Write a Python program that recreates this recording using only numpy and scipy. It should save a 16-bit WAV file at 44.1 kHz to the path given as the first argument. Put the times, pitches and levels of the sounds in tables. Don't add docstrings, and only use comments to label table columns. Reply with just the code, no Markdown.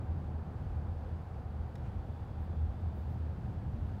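import sys
import numpy as np
from scipy.fft import rfft, irfft, next_fast_len
from scipy.io import wavfile
from scipy.ndimage import map_coordinates

SR = 44100
rng = np.random.default_rng(int(sys.argv[2]) if len(sys.argv) > 2 else 0)


def dump_mix(stems):
    frames = np.atleast_2d(stems).T
    limited = np.clip(frames, -1, 1)
    pcm = np.round(limited * 32767).astype(np.int16)
    wavfile.write(sys.argv[1], SR, pcm)


N = 176400


def amp(db):
    return 10 ** (np.asarray(db) / 20)


def unit(x):
    return x / np.sqrt(np.mean(x ** 2) + 1e-30)


def curve(rows):
    return np.interp(np.arange(N) / SR, *np.transpose(rows))


def wobble(rate):
    return map_coordinates(rng.standard_normal(1024), [np.arange(N) * rate / SR], mode="wrap")


def swell(centre, length):
    return np.exp(-(2 * (np.arange(N) / SR - centre) / length) ** 2)


def filtered(x, response):
    size = next_fast_len(N + SR // 2)
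    return irfft(rfft(x, size) * response(np.fft.rfftfreq(size, 1 / SR)), size)[:N]


def resonance(f, hz, width_hz):
    return 1j * f * width_hz / (hz * hz - f * f + 1j * f * width_hz)


def noise(spectrum):
    hz, db = np.transpose(spectrum)
    gain = lambda f: amp(np.interp(np.log(f + 1), np.log(hz + 1), db))
    return unit(filtered(rng.standard_normal(N), gain))


def narrow_noise(hz, width_hz):
    return unit(filtered(rng.standard_normal(N), lambda f: resonance(f, hz, width_hz * 2) ** 2))


def noise_bursts(rows, spectrum):
    return noise(spectrum) * sum(amp(db) * swell(centre, length) for centre, length, db in rows)


# f/Hz, relative level/dB
AIR_SPECTRUM = [(500, -8), (2500, 2), (3400, -0.5), (4200, -4), (4600, -2.5), (5100, -7), (5600, -9.5),
                (8000, -13.5), (11000, -16.5), (15500, -18)]
# t/s, level/dB
RUSH_ENVELOPE = [(0, -73.5), (1.4, -72.5), (2.3, -72.5), (4, -72)]
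WHISTLE_ENVELOPE = [(1.8, -100), (2.15, -82.5), (2.9, -82.5), (3.2, -90.5)]

def air():
    rush = amp(curve(RUSH_ENVELOPE) + 0.36 * wobble(9)) * noise(AIR_SPECTRUM)
    whistle = amp(curve(WHISTLE_ENVELOPE)) * narrow_noise(hz=3480, width_hz=160)
    return rush + whistle


# t/s, length/s, level/dB
BRUSH_STROKES = [(2.425, .08, -79.5), (2.99, 0.098, -77.5), (3.12, .07, -78)]
# f/Hz, relative level/dB
BRUSH_SPECTRUM = [(3000, -26), (7000, -10), (11000, -2), (14500, 4), (16000, 4)]

def brushing():
    return noise_bursts(BRUSH_STROKES, BRUSH_SPECTRUM)


# t/s, length/s, level/dB
SCUFF_STROKES = [(1.865, 0.06, -71.5)]
# f/Hz, relative level/dB
SCUFF_SPECTRUM = [(800, -24), (2400, 7), (4500, -10), (7500, -10), (11000, -22), (16000, -38)]

def trim_scuff():
    return noise_bursts(SCUFF_STROKES, SCUFF_SPECTRUM)


# t/s, relative force level/dB, decay time T60/s
TRIM_SLIPS = [(1.3426, -59, 0.0066), (1.7541, -54.5, 0.029), (1.78, -70, 0.029)]
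# f/Hz, bandwidth/Hz, relative level/dB
TRIM_MODES = [(1300, 250, 6), (2250, 600, 1.5), (3650, 320, 1.5), (5350, 260, 0), (6640, 900, -9),
              (9300, 3100, -16), (13600, 5000, -20)]

def trim_ticks(attack_s=0.00044, gain_db=11.5):
    t, force = np.arange(N) / SR, np.zeros(N)
    for onset, db, t60 in TRIM_SLIPS:
        age = np.maximum(t - onset, 0)
        envelope = amp(db - 60 * age / t60) * (1 - np.exp(-age / attack_s))
        force += envelope * rng.standard_normal(N)
    plastic = lambda f: sum((-1) ** k * amp(db) * resonance(f, hz, width_hz)
                            for k, (hz, width_hz, db) in enumerate(TRIM_MODES))
    return amp(gain_db) * filtered(force, plastic)


# f/Hz, relative level/dB
TYRE_SPECTRUM = [(100, -22.5), (300, -2.5), (400, -1), (520, 0), (610, -3.5), (900, -4.5), (1050, -8.5),
                 (1550, -13), (2100, -23), (3500, -38), (8000, -73)]
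# t/s, level/dB
TYRE_ENVELOPE = [(0, -54), (1.0, -55), (2.2, -55), (4, -55.5)]

def tyres(tread_db=-6.5):
    roar = noise(TYRE_SPECTRUM)
    tread = amp(tread_db) * narrow_noise(hz=763, width_hz=73)
    return amp(curve(TYRE_ENVELOPE) + 0.3 * wobble(12)) * (roar + tread)


# f/Hz, relative level/dB
SHAKE_SPECTRUM = [(15, -45), (24, -24.5), (30, -6), (45, -3), (56, 1), (68, -2.5), (85, -16.5),
                  (130, -36.5), (300, -100)]
PANEL_SPECTRUM = [(30, -51.5), (58, -12.5), (67, 1), (80, 0), (93, 2), (112, 1), (150, -3.5), (172, -9),
                  (190, -6), (240, -12), (285, -19), (335, -19), (450, -36.5), (1500, -100)]
# t/s, length/s, level/dB
ROAD_BUMPS = [(.7, .16, -43), (1.0, 0.14, -41), (1.65, 0.14, -45.5), (2.0, 0.14, -45), (2.21, 0.11, -52),
              (2.67, 0.1, -47), (3.81, .14, -42)]
# t/s, level/dB
PANEL_ENVELOPE = [(0, -39.5), (.8, -42.5), (1.35, -45.5), (2.0, -42.5), (3.1, -42), (3.8, -40), (4, -41.5)]

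def road_rumble(shake_db=-49):
    shake = amp(shake_db) * noise(SHAKE_SPECTRUM)
    bumps = noise_bursts(ROAD_BUMPS, SHAKE_SPECTRUM)
    panels = amp(curve(PANEL_ENVELOPE) + 0.63 * wobble(8)) * noise(PANEL_SPECTRUM)
    return shake + bumps + panels


# t/s, length/s, level/dB
CABIN_SWELLS = [(0.124, 0.16, -38), (0.366, .14, -40), (0.758, .17, -35.5), (0.914, 0.11, -39),
                (1.143, .11, -38.5), (1.6, 0.1, -37.5), (2.403, .11, -36), (2.509, 0.048, -35),
                (2.632, .13, -33), (2.865, 0.09, -31.5), (2.99, 0.058, -37.5), (3.1, 0.091, -39.5),
                (3.232, .12, -36.5), (3.63, 0.18, -42), (3.834, 0.083, -38)]

def cabin_boom(centre_hz=80, wander_hz=3.15, floor_db=-46, flutter_db=1.07):
    swell_power = sum((amp(db) * swell(centre, length)) ** 2 for centre, length, db in CABIN_SWELLS)
    envelope = np.sqrt(amp(floor_db) ** 2 + swell_power)
    hz = centre_hz + wander_hz * wobble(16)
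    tone = unit(np.sin(2 * np.pi * np.cumsum(hz) / SR))
    return envelope * amp(flutter_db * wobble(20)) * tone


def scene():
    small_sounds = trim_ticks() + trim_scuff() + brushing()
    return (cabin_boom() + road_rumble() + tyres() + air() + small_sounds)[None]


def record(dry):
    cutoff_hz = 15750
    return filtered(dry[0], lambda f: f < cutoff_hz)[None]


dry = scene()
out = record(dry)
dump_mix(out)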